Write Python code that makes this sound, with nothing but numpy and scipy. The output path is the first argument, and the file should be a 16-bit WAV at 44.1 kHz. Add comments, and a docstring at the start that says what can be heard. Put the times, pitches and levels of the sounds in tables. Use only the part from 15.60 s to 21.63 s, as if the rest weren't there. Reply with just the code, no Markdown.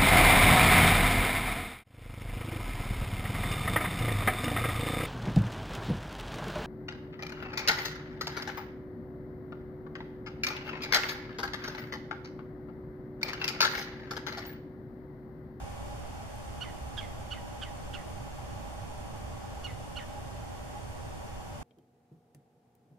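"""A bald eagle gives seven short chittering notes at its nest high in a tree, five and then two.
Each note cracks in, arches near 1.5 kHz with a strong overtone an octave up, and drops to a soft,
hoarse whimper. The bird's voice box makes the tone, its throat shapes it, and the trees scatter it back.
Under it lie a far low rumble, a steady whirr with a few ringing tones, a faint insect trill,
one tick and microphone hiss."""
import sys
import numpy as np
from scipy import signal
from scipy.fft import rfft, irfft, next_fast_len
from scipy.io import wavfile

SR = 44100
rng = np.random.default_rng(int(sys.argv[2]) if len(sys.argv) > 2 else 0)


def generate_wav(sig):
    """Save sig (samples, or channels by samples) to the path in sys.argv[1] as 16-bit PCM at SR."""
    pcm = np.round(np.clip(np.atleast_2d(sig).T, -1, 1) * 32767).astype(np.int16)
    wavfile.write(sys.argv[1], SR, pcm)


N = 265923


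def gain_of(db):
    """Turns decibels into a number to multiply by."""
    return 10 ** (np.asarray(db) / 20)


def evened(x):
    """Scales a signal so its average strength (rms) is 1."""
    return x / np.sqrt(np.mean(x ** 2) + 1e-20)


def curve_at(points, hz):
    """Joins a table's points with lines, octaves evenly spaced, and looks up the value at hz."""
    point_hz, value = np.transpose(points)
    return np.interp(np.log(hz + 1), np.log(point_hz + 1), value)


def add(mix, start_s, sound):
    """Adds a sound into the mix at the given time."""
    part = mix[round(start_s * SR):][:len(sound)]
    part += sound[:len(part)]


def wander(size, rate_hz):
    """A smooth random wobble of strength about 1, no faster than about rate_hz."""
    span = next_fast_len(max(size, SR))
    hz = np.fft.rfftfreq(span, 1 / SR)
    slow = rfft(rng.standard_normal(span)) / (1 + (hz / rate_hz) ** 4)
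    return evened(irfft(slow, span))[:size]


# How wide the noise sounds. Each row: frequency in Hz, unshared part over shared part in dB.
STEREO_WIDTH = [(60, -18), (92, -8), (140, -0.5), (210, 4), (330, 7.5), (500, 3.5), (760, -7), (1160, 1),
                (1760, 1.5), (2690, 2.5), (4100, 0.5), (6260, 0.5), (9560, 2.5), (14600, -4)]

def stereo_noise(shape, lean_db):
    """Noise with the given tone colour, partly shared by both ears; positive lean_db moves it left."""
    hz = np.fft.rfftfreq(N, 1 / SR)
    shared, side = rfft(rng.standard_normal((2, N)))
    width = gain_of(curve_at(STEREO_WIDTH, hz))
    left = (shared + width * side) * gain_of(lean_db / 2)
    right = (shared - width * side) * gain_of(-lean_db / 2)
    return evened(irfft(np.array([left, right]) * shape / np.sqrt(1 + width ** 2), N))


# The tone colours of three steady noises. Each row: frequency in Hz, relative level in dB.
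RUMBLE_COLOUR = [(15, -6), (30, -14.5), (45, -6.5), (65, -3), (85, -6), (115, -4.5), (160, -11.5),
                 (250, -12), (400, -17), (1000, -25), (3000, -57)]
WHIRR_COLOUR = [(200, -9.5), (400, -11.5), (560, 0), (780, -6.5), (1050, -8), (1500, -9), (2100, -14),
                (3200, -19.5), (5000, -33)]
HISS_COLOUR = [(500, -8), (3000, 4), (4500, 0.5), (7500, 0), (9500, -3.5), (11500, -8.5), (13000, -15),
               (14300, -41), (15000, -50)]
# Which way they lean. Each row: frequency in Hz, left over right in dB.
NOISE_LEAN = [(60, -3), (110, -1.5), (200, -1.5), (370, -1), (690, 0.5), (1270, -0.5), (2340, -0.5),
              (4300, -0.5), (7920, 0.5), (14600, -0.5)]

def background(rumble_db=-42, whirr_db=-50, hiss_db=-55, sway_db=0.6, sway_hz=3):
    """A far rumble that sways gently in level, the broad part of the whirr, and microphone hiss."""
    hz = np.fft.rfftfreq(N, 1 / SR)
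    lean_db = curve_at(NOISE_LEAN, hz)
    rumble_gain = gain_of(rumble_db + sway_db * wander(N, sway_hz))
    rumble = rumble_gain * stereo_noise(gain_of(curve_at(RUMBLE_COLOUR, hz)), lean_db)
    whirr = gain_of(whirr_db) * stereo_noise(gain_of(curve_at(WHIRR_COLOUR, hz)), lean_db)
    hiss = gain_of(hiss_db) * stereo_noise(gain_of(curve_at(HISS_COLOUR, hz)), lean_db)
    return rumble + whirr + hiss


# Tones that ring in the whirr and hiss. Each row: pitch in Hz, half width in Hz, level in dB,
# left over right in dB, how strongly it follows the swells (0 is not at all).
RINGING_TONES = [(79.7, 21.4, -51.5, 5, 0), (593.4, 21, -56.5, -1.5, 0.76), (796, 53, -52, -6.5, 0),
                 (825, 16.7, -56, -7.5, 1.9), (962.5, 3.3, -61, 2, 0.98), (1116, 42, -60.5, 2, 0),
                 (2860, 56, -72.5, -2, 0.43), (14400, 120, -91, 2, 0)]
# Brief swells of the whirr. Each row: time in seconds, rise in dB for a tone that follows at 1.
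WHIRR_SWELLS = [(.25, 3.5), (1.96, 5.5), (2.12, 3), (3.33, 5.5), (4.57, 7.5), (5.17, 4.5), (5.64, 5)]

def ringing_tones(waver_db=-0.75, waver_hz=3, swell_half_s=0.029):
    """Narrow resonances give the whirr its fuzzy, wavering tones."""
    t, hz = np.arange(N) / SR, np.fft.rfftfreq(N, 1 / SR)
    swell_db = sum(rise_db * np.exp(-((t - at_s) / swell_half_s) ** 2) for at_s, rise_db in WHIRR_SWELLS)
    swell_db -= swell_db.mean()
    out = np.zeros((2, N))
    for centre_hz, half_width_hz, db, lean_db, follow in RINGING_TONES:
        band = 1 / (1 + ((hz - centre_hz) / half_width_hz) ** 2)
        level_db = db + follow * swell_db + waver_db * wander(N, waver_hz)
        out += gain_of(level_db) * stereo_noise(band, lean_db)
    return out


# A far insect's bursts of song. Each row: start in seconds, length in seconds.
INSECT_BURSTS = [(0, .4), (.64, .86), (1.98, 0.64), (3.02, .62), (4.04, 0.6), (5.02, .65)]

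def insect(centre_hz=8780, half_width_hz=300, level_db=-68, stroke_hz=49.7, fade_s=0.1):
    """A faint, high trill on the left that pulses with every stroke of the wings."""
    t, hz = np.arange(N) / SR, np.fft.rfftfreq(N, 1 / SR)
    bursts = sum(np.clip(np.minimum(t - start, start + length - t) / fade_s + 0.5, 0, 1)
                 for start, length in INSECT_BURSTS)
    strokes = evened(np.exp(np.cos(2 * np.pi * stroke_hz * t)))
    band = 1 / (1 + ((hz - centre_hz) / half_width_hz) ** 2)
    return gain_of(level_db) * bursts * strokes * stereo_noise(band, lean_db=6)


def tick(start_s=0.757, burst_db=-41, decay_s=0.0006, low_cut_hz=7000):
    """One faint, dry tick: a tiny burst of noise with only its treble kept."""
    t = np.arange(0, 10 * decay_s, 1 / SR)
    out = np.zeros(N)
    add(out, start_s, gain_of(burst_db) * rng.standard_normal(len(t)) * np.exp(-t / decay_s))
    return signal.lfilter(*signal.butter(2, low_cut_hz, "high", fs=SR), out)


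# Echoes off nearby limbs and the ground. Each row: delay in seconds, left gain, right gain.
NEAR_ECHOES = [(0.0125, 0.2, 0.28), (0.023, 0.18, 0.047), (.033, -.07, .08), (.056, 0.044, 0.11)]

def trees(sound, die_away_s=0.96, scatter_db=-12, rise_s=0.0042, dull_hz=3400, echoes_per_s=2500):
    """A few near echoes and a thin scatter from the trees, whose leaves soak up treble."""
    t = np.arange(SR) / SR
    echoes = rng.standard_normal((2, SR)) * (rng.random((2, SR)) < echoes_per_s / SR)
    echoes *= gain_of(-60 * t / die_away_s) * (1 - np.exp(-t / rise_s))
    echoes *= gain_of(scatter_db) / np.linalg.norm(echoes, axis=1, keepdims=True)
    echoes = signal.lfilter(*signal.butter(2, dull_hz, fs=SR), echoes)
    for delay_s, left, right in NEAR_ECHOES:
        echoes[:, round(delay_s * SR)] += left, right
    return signal.fftconvolve(sound[None], echoes, axes=1)[:, :N]


def step(x):
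    """A smooth step from 0 to 1 around x = 0."""
    return 0.5 + 0.5 * np.tanh(x / 2)


LEAD_S, RISE_DB, FALL_S = 0.02, 20.5, 0.014  # a note swells up to its peak, then dies away
CRACK_ROUGH, CLIMB_HZ_PER_S, SNAP_S = 0.78, 14300, 0.001  # it starts hoarse, climbs, snaps to its pitch
ARCH_AT_S, ARCH_HALF_S = 0.0051, 0.0058  # the pitch arches just after the peak
DROP_S = 0.0026  # how quickly the voice drops to the whimper
WHIMPER_ROUGH, SAG_HZ_PER_S, RELEASE_S = 0.58, 2100, 0.031  # the whimper is hoarse, sags and fades

def note_shape(pitch_hz, peak_db, body_rough, crack_hz, crack_s, arch,
               drop_s, whimper_hz, whimper_db, end_s):
    """Time from the peak, pitch, level and roughness as a note cracks in, arches and drops."""
    t = np.arange(-LEAD_S, end_s, 1 / SR)
    in_crack = step(-(t + crack_s) / SNAP_S)
    in_whimper = step((t - drop_s) / DROP_S)
    hz = pitch_hz * (1 + arch * np.exp(-((t - ARCH_AT_S) / ARCH_HALF_S) ** 2))
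    hz += in_crack * (crack_hz + CLIMB_HZ_PER_S * (t + crack_s) - hz)
    hz += in_whimper * (whimper_hz - SAG_HZ_PER_S * (t - (drop_s + end_s) / 2) - hz)
    rise = gain_of(-RISE_DB * (t / LEAD_S) ** 2)
    fall = np.exp(-(t / FALL_S) ** 2)
    cry = gain_of(peak_db) * np.where(t < 0, rise, fall)
    whimper = gain_of(whimper_db) * in_whimper * np.minimum((end_s - t) / RELEASE_S, 1)
    rough = body_rough + (CRACK_ROUGH - body_rough) * in_crack + (WHIMPER_ROUGH - body_rough) * in_whimper
    return t, hz, 20 * np.log10(cry + whimper + 1e-9), np.clip(rough, 0, 1)


# How the throat and beak colour the voice. Each row: frequency in Hz, boost or cut in dB.
THROAT_COLOUR = [(800, -28), (1100, 5.5), (1500, -10), (2000, 18), (2450, -7), (2900, 2.5), (3400, 10),
                 (4350, -9.5), (5000, -10.5), (5900, -19.5), (7400, -25.5), (9000, -35), (13000, -34)]
# The airy rasp in the rough parts. 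Each row: frequency in Hz, relative level in dB.
RASP_COLOUR = [(600, -55), (1200, 6), (2200, -6.5), (3000, 5), (4300, -4.5), (5500, -15), (7300, -11),
               (12000, -42)]

def eagle_note(row, jitter=0.087, jitter_hz=500, flutter=0.68, flutter_hz=450,
               press_s=0.066, firm_db=-35, mellow=1.6):
    """The voice box sings a tone with overtones through the throat; roughness shakes it and adds rasp."""
    pitch_hz, peak_db, body_rough, crack_hz, crack_s, arch, press_db, *whimper = row
    t, hz, level_db, rough = note_shape(pitch_hz, peak_db, body_rough, crack_hz, crack_s, arch, *whimper)
    cycles = np.cumsum(hz * (1 + jitter * rough * wander(len(t), jitter_hz))) / SR
    harmonics = np.arange(1, 9)[:, None]
    # Pressing at the start tilts the harmonics above the second; they fade as the voice goes slack.
    pressed_db = press_db * np.exp(-((t - t[0]) / press_s) ** 2)
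    slack_db = np.maximum(firm_db - level_db, 0) * step(t / DROP_S)
    tilt_db = (pressed_db - mellow * slack_db) * np.log2(np.maximum(harmonics / 2, 1))
    thin_db = pressed_db * (harmonics == 1)  # a brighter start also thins the lowest harmonic
    strengths = gain_of(curve_at(THROAT_COLOUR, harmonics * hz) + tilt_db - thin_db)
    strengths /= np.sqrt((strengths ** 2).sum(0) / 2)
    tone = (strengths * np.sin(2 * np.pi * harmonics * cycles)).sum(0)
    # The voice box's membrane beats unevenly, which makes every harmonic fuzzy.
    beat = 1 + flutter * rough * wander(len(t), flutter_hz)
    rasp_shape = gain_of(curve_at(RASP_COLOUR, np.fft.rfftfreq(N, 1 / SR)))
    rasp = evened(irfft(rfft(rng.standard_normal(N)) * rasp_shape, N))[:len(t)]
    voice = (tone * beat + rough * rasp) / np.sqrt(1 + (flutter ** 2 + 1) * rough ** 2)
    return gain_of(level_db) * voice * signal.windows.tukey(len(t), 0.05)


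# The eagle's notes, with levels at the bird. Each row: time of the peak in seconds, pitch in Hz,
# peak level in dB, roughness from 0 to 1, top pitch of the crack in Hz, end of the crack in seconds
# before the peak, arch as a share of the pitch, starting brightness in dB per octave, drop in seconds
# after the peak, whimper pitch in Hz, whimper level in dB, end in seconds after the peak.
EAGLE_NOTES = [ (1.024, 1430, -35, .12, 1544, 0.011, 0.078, -1, 0.017, 990, -53, 0.1),
               (1.387, 1640, -35, 0.19, 1794, 0.0068, 0, 1, 0.018, 1048, -49.5, 0.087),
               (1.723, 1429, -37, 0.2, 1512, 0.0126, 0.046, 0.5, 0.016, 980, -53, 0.089),
               (2.030, 1484, -38, 0.47, 1742, 0.0045, 0.038, -2, 0.017, 962, -55.5, 0.092),
               (2.349, 1406, -39.5, 0.32, 1717, 0.0023, 0.0032, -1, .018, 967, -54.5, 0.089),
               (4.054, 1433, -38.5, .06, 1530, .009, 0.019, 5.5, 0.015, 1016, -51.5, 0.085),
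               (4.376, 1408, -38.5, 0.11, 1606, .012, 0.08, 0, 0.014, 913, -51, 0.083)]

def eagle(left_db=-5.5, right_db=3.0):
    """The eagle's seven notes arrive louder on the right, followed by their echoes from the trees."""
    calls = np.zeros(N)
    for peak_s, *row in EAGLE_NOTES:
        add(calls, peak_s - LEAD_S, eagle_note(row))
    return calls * gain_of([[left_db], [right_db]]) + trees(calls)


def scene():
    """The eagle over the steady background."""
    return eagle() + background() + ringing_tones() + insect() + tick()


# Narrow bands the microphone picks up poorly. Each row: frequency in Hz, width in Hz, depth from 0 to 1.
MICROPHONE_DIPS = [(3960, 320, 1), (7950, 150, 0.95)]

def record(dry, top_hz=14900):
    """The microphone dips two narrow bands and cuts the highest treble."""
    for hz, width_hz, depth in MICROPHONE_DIPS:
        dipped = signal.lfilter(*signal.iirnotch(hz, hz / width_hz, SR), dry)
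        dry = dry + depth * (dipped - dry)
    treble_cut = signal.firwin(511, top_hz, window=("kaiser", 9), fs=SR)
    return signal.oaconvolve(dry, treble_cut[None], "same")


dry = scene()
out = record(dry)
generate_wav(out)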